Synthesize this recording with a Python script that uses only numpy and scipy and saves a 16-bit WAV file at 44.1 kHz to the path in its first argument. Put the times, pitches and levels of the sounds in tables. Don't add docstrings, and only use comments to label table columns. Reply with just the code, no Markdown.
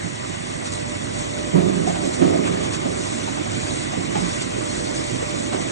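import sys
import numpy as np
from scipy import signal
from scipy.fft import rfft, irfft, next_fast_len
from scipy.io import wavfile
from scipy.ndimage import uniform_filter1d, map_coordinates

SR = 44100
rng = np.random.default_rng(int(sys.argv[2]) if len(sys.argv) > 2 else 0)


def materialize(psi):
    bounded = np.clip(np.atleast_2d(psi).T, -1, 1)
    quanta = np.round(bounded * 32767).astype(np.int16)
    wavfile.write(sys.argv[1], SR, quanta)


N = 251811
TIME = np.arange(N) / SR
FFT_SIZE = next_fast_len(N + SR // 2)
FREQ_HZ = np.fft.rfftfreq(FFT_SIZE, 1 / SR)

# frequency_hz, left_minus_right_db, left_phase_rad, likeness (0-1)
STEREO_IMAGE = [(55, -1.5, -.2, .88), (100, -8, -.4, .92), (140, -15, -1.4, .75), (240, -14.5, -2.1, .6),
                (300, -10.5, -2.4, .64), (370, -8.5, -3.3, .72), (450, -3.4, -3.3, .83),
                (650, -2.7, -3.4, .83), (870, -.4, -3.2, .94), (1000, -.8, -3.3, .86),
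                (1150, -1.5, -3.6, .54), (1400, -1, -3.2, .47), (1700, -1, -3.9, .22),
                (2000, .3, -4.2, .35), (3200, .4, -3.6, .58), (3700, .8, -4.1, .47), (4050, 1.7, -5.2, .2),
                (4400, .1, -3.9, .25), (4700, -.7, -3.2, .75), (4880, -.7, -3.2, .88),
                (5050, -2.2, -4.2, .26), (5250, -1, -6.2, .85), (6500, 0, -6.3, .99), (7200, .2, -6.4, .92),
                (7800, -.6, -7, .73), (8500, -.3, -7.5, .66), (9400, -.4, -6.4, .8)]
# pitch_hz, level_db
HUM_TONES = [(49.7, -53), (100, -45), (150.7, -44), (177, -51.5), (248, -45), (362, -49.5), (412, -49.5)]
# left_db, right_db
WHINE_LINES = [(-60, -50), (-47, -50.5), (-50.5, -51.5), (-50.5, -57), (-56.5, -56.5)]
# pitch_hz, level_db, left_lag_rad
SHAFT_TONES = [(493, -4, 3.33), (594.6, -1, 2.46), (980, -12, 2.75)]
# time_s, level_db
SHAFT_LEVEL = [(0, -42.5), (.45, -47.5), (.65, -36.5), (1.5, -36.5), (2.6, -38.5), (3.3, -41), (4.0, -42),
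               (4.8, -36), (5.71, -38)]
# time_s, level_db
CHAMBER_LOAD = [(0, -32.5), (.45, -32.5), (1.1, -31), (1.45, -29), (2.15, -27.5), (2.7, -27), (3.1, -28.5),
                (3.55, -27), (4.25, -27.5), (4.55, -28), (5.71, -28)]
# frequency_hz, density_db
RUMBLE_SPECTRUM = [(20, -70.5), (36, -38), (48, -6), (75, -8), (100, 0.5), (135, 2), (200, -7),
                   (400, -30.5), (1000, -71.5)]
TUMBLE_SPECTRUM = [(70, -26.5), (140, -9), (210, 0), (320, 4), (460, -5), (630, -4.5), (800, -16),
                   (1100, -18.5), (2000, -55.5)]
GRIND_SPECTRUM = [(400, -22), (650, 7.5), (870, 9), (1250, 3.5), (1650, 0.2), (2050, 3), (2450, 0),
                  (2800, -1), (3200, -2.5), (3550, -2), (4100, -14.5), (5000, -24.5), (10000, -42.5)]
CHIP_SPECTRUM = [(1000, -30), (3000, -10.5), (3600, -2), (4100, -3.5), (4700, 0), (5150, -5.5),
                 (6000, -1.5), (7000, -1.5), (7800, 0.5), (8450, -1), (8800, -4), (9300, -12), (9800, -44)]
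CLACK_SPECTRUM = [(300, -8), (900, 11.5), (1400, 3.5), (2400, 1), (5000, -10.5), (10000, -29.5)]
# time_s, level_db
CHIP_FLOW = [(0, -38.5), (1.7, -38), (2.0, -36), (3.5, -40.5), (4.0, -38.5), (5.0, -35), (5.71, -36)]
# centre_s, fine_db, coarse_db, half_length_s
CLUMPS = [(0.665, -34.5, -34, 0.016), (0.737, -33.5, -37, 0.0065), (0.754, -34.5, -47, 0.0044),
          (1.206, -35.5, -35, 0.04), (1.886, -34.5, -35, 0.014), (2.066, -35.5, -48, 0.015),
          (2.148, -33, -34.5, .01), (2.471, -36, -27, 0.019), (2.648, -37.5, -32.5, 0.028),
          (2.743, -31, -31, 0.016), (3.11, -36, -42.5, 0.2), (3.712, -35, -41.5, 0.18),
          (4.294, -35, -34.5, 0.12), (4.423, -34, -35.5, 0.011), (4.76, -36, -39, 0.062),
          (4.966, -33, -40, 0.02)]
# time_s, level_db
CHUTE_STRIKES = [(0.7215, -15.5), (1.1894, -23), (2.1362, -24), (2.732, -19.5), (3.5146, -20.5),
                 (4.408, -26.5), (5.0393, -18)]
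# time_s, level_db, pitch_hz, chatter_t60_s, clack_db
WALL_KNOCKS = [(1.561, -32.5, 977, 0.44, -37.5), (1.585, -32.5, 750, 0.69, -34.5),
               (1.872, -23.5, 782, 0.15, -36), (1.897, -25, 707, 0.2, -37), (1.949, -27, 777, 0.61, -32),
               (2.054, -28, 635, 0.19, -45.5), (2.222, -28.5, 772, 0.88, -26.5), (2.3, -31.5, 694, .2, -40),
               (2.329, -25.5, 700, 0.34, -40.5), (2.606, -31.5, 627, 0.11, -38),
               (3.277, -28.5, 917, 0.12, -32), (3.376, -32.5, 803, 0.13, -44.5),
               (3.458, -32, 763, 0.096, -40), (3.93, -33, 780, 0.59, -37), (4.155, -25, 826, 0.16, -27),
               (4.61, -34.5, 640, 0.089, -33), (5.229, -25, 518, 0.13, -33), (5.53, -27.5, 803, 0.24, -28)]
# pitch_ratio, gain_db
PANEL_MODES = [(.8, 0), (1, 2.5)]
# pitch_hz, bandwidth_hz, level_db
HOUSING_MODES = [(154.2, 14, -5.5), (178.6, 12, 3), (236, 53, -2), (281, 11, -1), (317, 11, -5.5),
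                 (361.4, 11, 0), (415.5, 9, -3.5), (497, 30, -7.5), (634, 130, -5), (740, 130, -10.5),
                 (954, 55, -23.5), (1236, 25, -21.5)]
# start_s, level_db, favoured_hz, t60_s
THICK_SNAPS = [(1.549, -11, 178, 0.084), (1.5598, -9, 180, .1), (1.586, -10, 355, .08),
               (1.599, -10, 336, 0.065), (1.667, -16.5, 178, .06), (2.075, -12, 337, .06),
               (2.217, -13, 293, 0.092), (2.266, -12, 285, 0.079), (2.294, -15.5, 178, 0.052),
               (3.977, -13, 179, 0.11), (4.225, -21.5, 178, .06)]
# time_s, level_db, t60_s, hardness_db_per_octave, favoured_hz
KNIFE_BITES = [(0.047, -24, 0.1, -18, 174), (.295, -29.5, 0.11, -9, 242), (1.557, -13.5, 0.81, 1.2, 170),
               (1.664, -21, 0.32, 5.5, 418), (1.775, -21, 0.4, -6, 178), (1.871, -20, 0.16, 1, 175),
               (2.222, -12.5, 0.8, 3, 293), (2.336, -21.5, 0.59, 4.5, 414), (2.496, -21, 0.32, 3.5, 416),
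               (2.62, -26.5, 0.087, 5, 616), (2.853, -20, 0.24, 4, 630), (3.978, -21.5, 0.21, 0, 176),
               (4.155, -19.5, 0.15, -1.5, 324), (4.227, -22.5, 0.39, -1.5, 170), (5.544, -23, 0.18, 9, 640)]


def amp(db):
    return 10 ** (np.asarray(db) / 20)


def unit(x):
    return x / np.sqrt(np.mean(x ** 2) + 1e-20)


def over_frequency(table):
    hz, *columns = np.transpose(table)
    return [np.interp(np.log(FREQ_HZ + 1), np.log(hz + 1), column) for column in columns]


def over_time(table):
    return np.interp(TIME, *np.transpose(table))


def wobble(per_s):
    return map_coordinates(rng.standard_normal(int(N * per_s / SR) + 4), [TIME * per_s])


def filtered(x, response):
    return irfft(rfft(x, FFT_SIZE) * response, FFT_SIZE)[..., :N]


def coloured(x, spectrum):
    return unit(filtered(x, amp(over_frequency(spectrum)[0])))


def impacts(per_s, spread_db):
    hit = rng.random((2, N)) < per_s / SR
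    size = amp(spread_db * np.clip(rng.standard_normal((2, N)), -2, 2))
    return unit(hit * size * rng.choice([-1, 1], (2, N)))


def burst(peak_s, rise_s, t60_s):
    age = TIME - peak_s
    return np.exp(-(np.minimum(age, 0) / rise_s) ** 2) * amp(-60 * np.maximum(age, 0) / t60_s)


def ring(start_s, hz, t60_s):
    wave, start = np.zeros(N), round(start_s * SR)
    age = TIME[:min(SR // 2, N - start)]
    wave[start:start + len(age)] = np.sin(2 * np.pi * hz * age) * amp(-60 * age / t60_s)
    return wave


def tone(hz, scatter, per_s):
    wander = (1 + scatter * (wobble(per_s) + 1j * wobble(per_s))) / np.sqrt(1 + 2 * scatter ** 2)
    return np.sqrt(2) * wander * np.exp(2j * np.pi * hz * TIME)


def stereo(pair, direct=0):
    tilt_db, phase, likeness = over_frequency(STEREO_IMAGE)
    angle = np.arccos(np.clip(1 - (1 - likeness) * (1 - direct), 0, 1)) / 2
    common, diffuse = rfft(pair, FFT_SIZE) * [np.cos(angle), np.sin(angle)]
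    left = (common + diffuse) * amp(tilt_db) * np.exp(1j * phase)
    equal_power = np.sqrt(2 / (1 + amp(tilt_db) ** 2))
    return irfft(np.array([left, common - diffuse]) * equal_power, FFT_SIZE)[:, :N]


def motor():
    whine_hz, mains_hz = 1850, 50
    hum = sum(amp(db) * tone(hz, scatter=.25, per_s=4.85).real for hz, db in HUM_TONES)
    whine, shaft = np.zeros((2, 2, N))
    for k, levels_db in enumerate(WHINE_LINES):
        hz = whine_hz + 2 * mains_hz * k
        for side, phasor in enumerate((-1j, 1)):
            whine[side] += amp(levels_db[side]) * np.real(phasor * tone(hz, scatter=.33, per_s=3.5))
    for hz, db, lag_rad in SHAFT_TONES:
        for side, phasor in enumerate((np.exp(-1j * lag_rad), 1)):
            shaft[side] += amp(db) * np.real(phasor * tone(hz, scatter=.42, per_s=17))
    return stereo([hum, np.zeros(N)], direct=.64) + whine + amp(over_time(SHAFT_LEVEL)) * shaft


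def clumps():
    return sum(amp([[fine_db], [coarse_db]]) * np.exp(-((TIME - centre_s) / half_s) ** 2 / 2)
               for centre_s, fine_db, coarse_db, half_s in CLUMPS)


def patchy(x, depth_db):
    spectrogram = signal.stft(x, nperseg=512)[2]
    patches = uniform_filter1d(rng.standard_normal(spectrogram.shape[1:]), size=3, axis=0)
    patches = unit(uniform_filter1d(patches, size=6, axis=1))
    return signal.istft(spectrogram * amp(depth_db * patches), nperseg=512)[1][:, :N]


def chute(x, ripple_db, mode_gap_hz=22):
    modes = rng.standard_normal(int(SR / mode_gap_hz))
    return unit(filtered(x, amp(ripple_db * map_coordinates(modes, [FREQ_HZ / mode_gap_hz]))))


def flakes(per_s, low_hz, high_hz, t60_cycles, spread_db=18):
    when, size, pitch = rng.random((int(per_s * N / SR), 3)).T
    hz = low_hz * (high_hz / low_hz) ** pitch
    step = np.arange(SR // 40)
    cycles = hz[:, None] * step / SR
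    clicks = amp(spread_db * size)[:, None] * np.sin(2 * np.pi * cycles) * amp(-60 * cycles / t60_cycles)
    samples = (when * N).astype(int)[:, None] + step
    return unit(np.bincount(samples.ravel(), clicks.ravel(), N)[:N])


def rotor():
    load_db = over_time(CHAMBER_LOAD)
    excess_db = load_db - load_db.mean()
    rumble = amp(-34 + .69 * excess_db) * coloured(rng.standard_normal((2, N)), RUMBLE_SPECTRUM)
    tumble_level = amp(load_db + 1.1 * wobble(14))
    tumbling = tumble_level * coloured(impacts(per_s=4000, spread_db=1), TUMBLE_SPECTRUM)
    _, coarse = clumps()
    surges = np.hypot(amp(-35) * bite_forces().sum(0), coarse)
    grind_level = np.hypot(amp(-32.5 + .45 * excess_db + .4 * wobble(30)), surges)
    scrape = coloured(patchy(impacts(per_s=14000, spread_db=1.5), depth_db=1.9), GRIND_SPECTRUM)
    pings = np.array([flakes(per_s=220, low_hz=1299, high_hz=3760, t60_cycles=60) for _ in range(2)])
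    grinding = grind_level * chute(scrape + .33 * pings, ripple_db=1.7)
    return stereo(rumble + tumbling + grinding)


def chips():
    flow = amp(over_time(CHIP_FLOW) + .2 * wobble(9) + .64 * wobble(32))
    fine, _ = clumps()
    level = np.hypot(flow, fine)
    ticks = impacts(per_s=3500, spread_db=2.5) + 1.43 * rng.standard_normal((2, N))
    stream = chute(coloured(patchy(ticks, depth_db=2), CHIP_SPECTRUM), ripple_db=1.2)
    stream[0] += amp(-7.5) * flakes(per_s=380, low_hz=3193, high_hz=8640, t60_cycles=130)
    return stereo(level * stream)


def strikes():
    force = sum(amp(db - 12) * burst(time_s, rise_s=.0004, t60_s=.053) for time_s, db in CHUTE_STRIKES)
    return stereo(force * coloured(impacts(per_s=3500, spread_db=4), CHIP_SPECTRUM), direct=.39)


def knocks():
    rise_s, left_delay_s = .006, .00011
    walls = np.zeros((2, N))
    chatter = impacts(per_s=1500, spread_db=1.5)
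    clack = coloured(impacts(per_s=1700, spread_db=.5), CLACK_SPECTRUM)
    for time_s, db, hz, chatter_t60_s, clack_db in WALL_KNOCKS:
        panel = signal.butter(2, [hz / 1.12, hz * 1.008], "bandpass", fs=SR, output="sos")
        walls += amp(db) * burst(time_s, rise_s, chatter_t60_s) * unit(signal.sosfilt(panel, chatter))
        walls += amp(clack_db) * burst(time_s, rise_s, t60_s=.23) * clack
        for ratio, gain_db in PANEL_MODES:
            walls[0] += amp(db + gain_db) * ring(time_s, hz * ratio, t60_s=.13)
    left, right = stereo(walls, direct=.11)
    delay = np.exp(-2j * np.pi * FREQ_HZ * left_delay_s)
    return np.array([filtered(left, delay), right])


def nearness(hz, favoured_hz, width_octaves=.17):
    return np.exp(-(np.log2(hz / favoured_hz) / width_octaves) ** 2)


def housing(x):
    low_cut = 1 / np.sqrt(1 + (120 / (FREQ_HZ + 1)) ** 8)
    modes = []
    for k, (hz, bandwidth_hz, _) in enumerate(HOUSING_MODES):
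        damping = 1j * FREQ_HZ * bandwidth_hz
        resonance = damping / (hz ** 2 - FREQ_HZ ** 2 + damping)
        modes.append((-1) ** k * unit(filtered(x, low_cut * resonance)))
    return np.array(modes)


def snaps(favour_db=17):
    thumps = np.zeros(N)
    for start_s, db, favoured_hz, t60_s in THICK_SNAPS:
        thump = sum(amp(mode_db + favour_db * nearness(hz, favoured_hz)) * ring(start_s, hz, t60_s)
                    for hz, _, mode_db in HOUSING_MODES)
        thumps += amp(db) * thump / np.abs(thump).max()
    low_cut = signal.butter(4, 120, "highpass", fs=SR, output="sos")
    return stereo([signal.sosfilt(low_cut, thumps), np.zeros(N)], direct=.9)


def bite_forces():
    forces = []
    for time_s, db, t60_s, *_ in KNIFE_BITES:
        rise_s = .027 * t60_s
        chewing = amp(-4.5) * burst(time_s, rise_s, 3 * t60_s)
        forces.append(amp(db) * np.hypot(burst(time_s, rise_s, t60_s), chewing))
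    return np.array(forces)


def bites(favour_db=3.5):
    *_, hardness, favoured_hz = np.transpose(KNIFE_BITES)
    mode_hz, _, mode_db = np.transpose(HOUSING_MODES)
    tilt_db = np.log2(mode_hz / mode_hz[0])[:, None] * hardness
    place_db = favour_db * nearness(mode_hz[:, None], favoured_hz)
    power = amp(mode_db[:, None] + tilt_db + place_db) ** 2
    envelopes = np.sqrt(power / power.sum(0) @ bite_forces() ** 2)
    modes = housing(impacts(per_s=980, spread_db=3.5))
    running_power = np.abs(uniform_filter1d(modes ** 2, size=SR // 20))
    modes /= np.sqrt(running_power + 1e-3)
    return stereo((envelopes[:, None] * modes).sum(0), direct=.11)


def scene():
    return motor() + rotor() + chips() + strikes() + knocks() + snaps() + bites()


def record(dry):
    ceiling, top_hz = .9, 9800
    rounded = dry / (1 + np.abs(dry / ceiling) ** 6) ** (1 / 6)
    return filtered(rounded, FREQ_HZ < top_hz)


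dry = scene()
out = record(dry)
materialize(out)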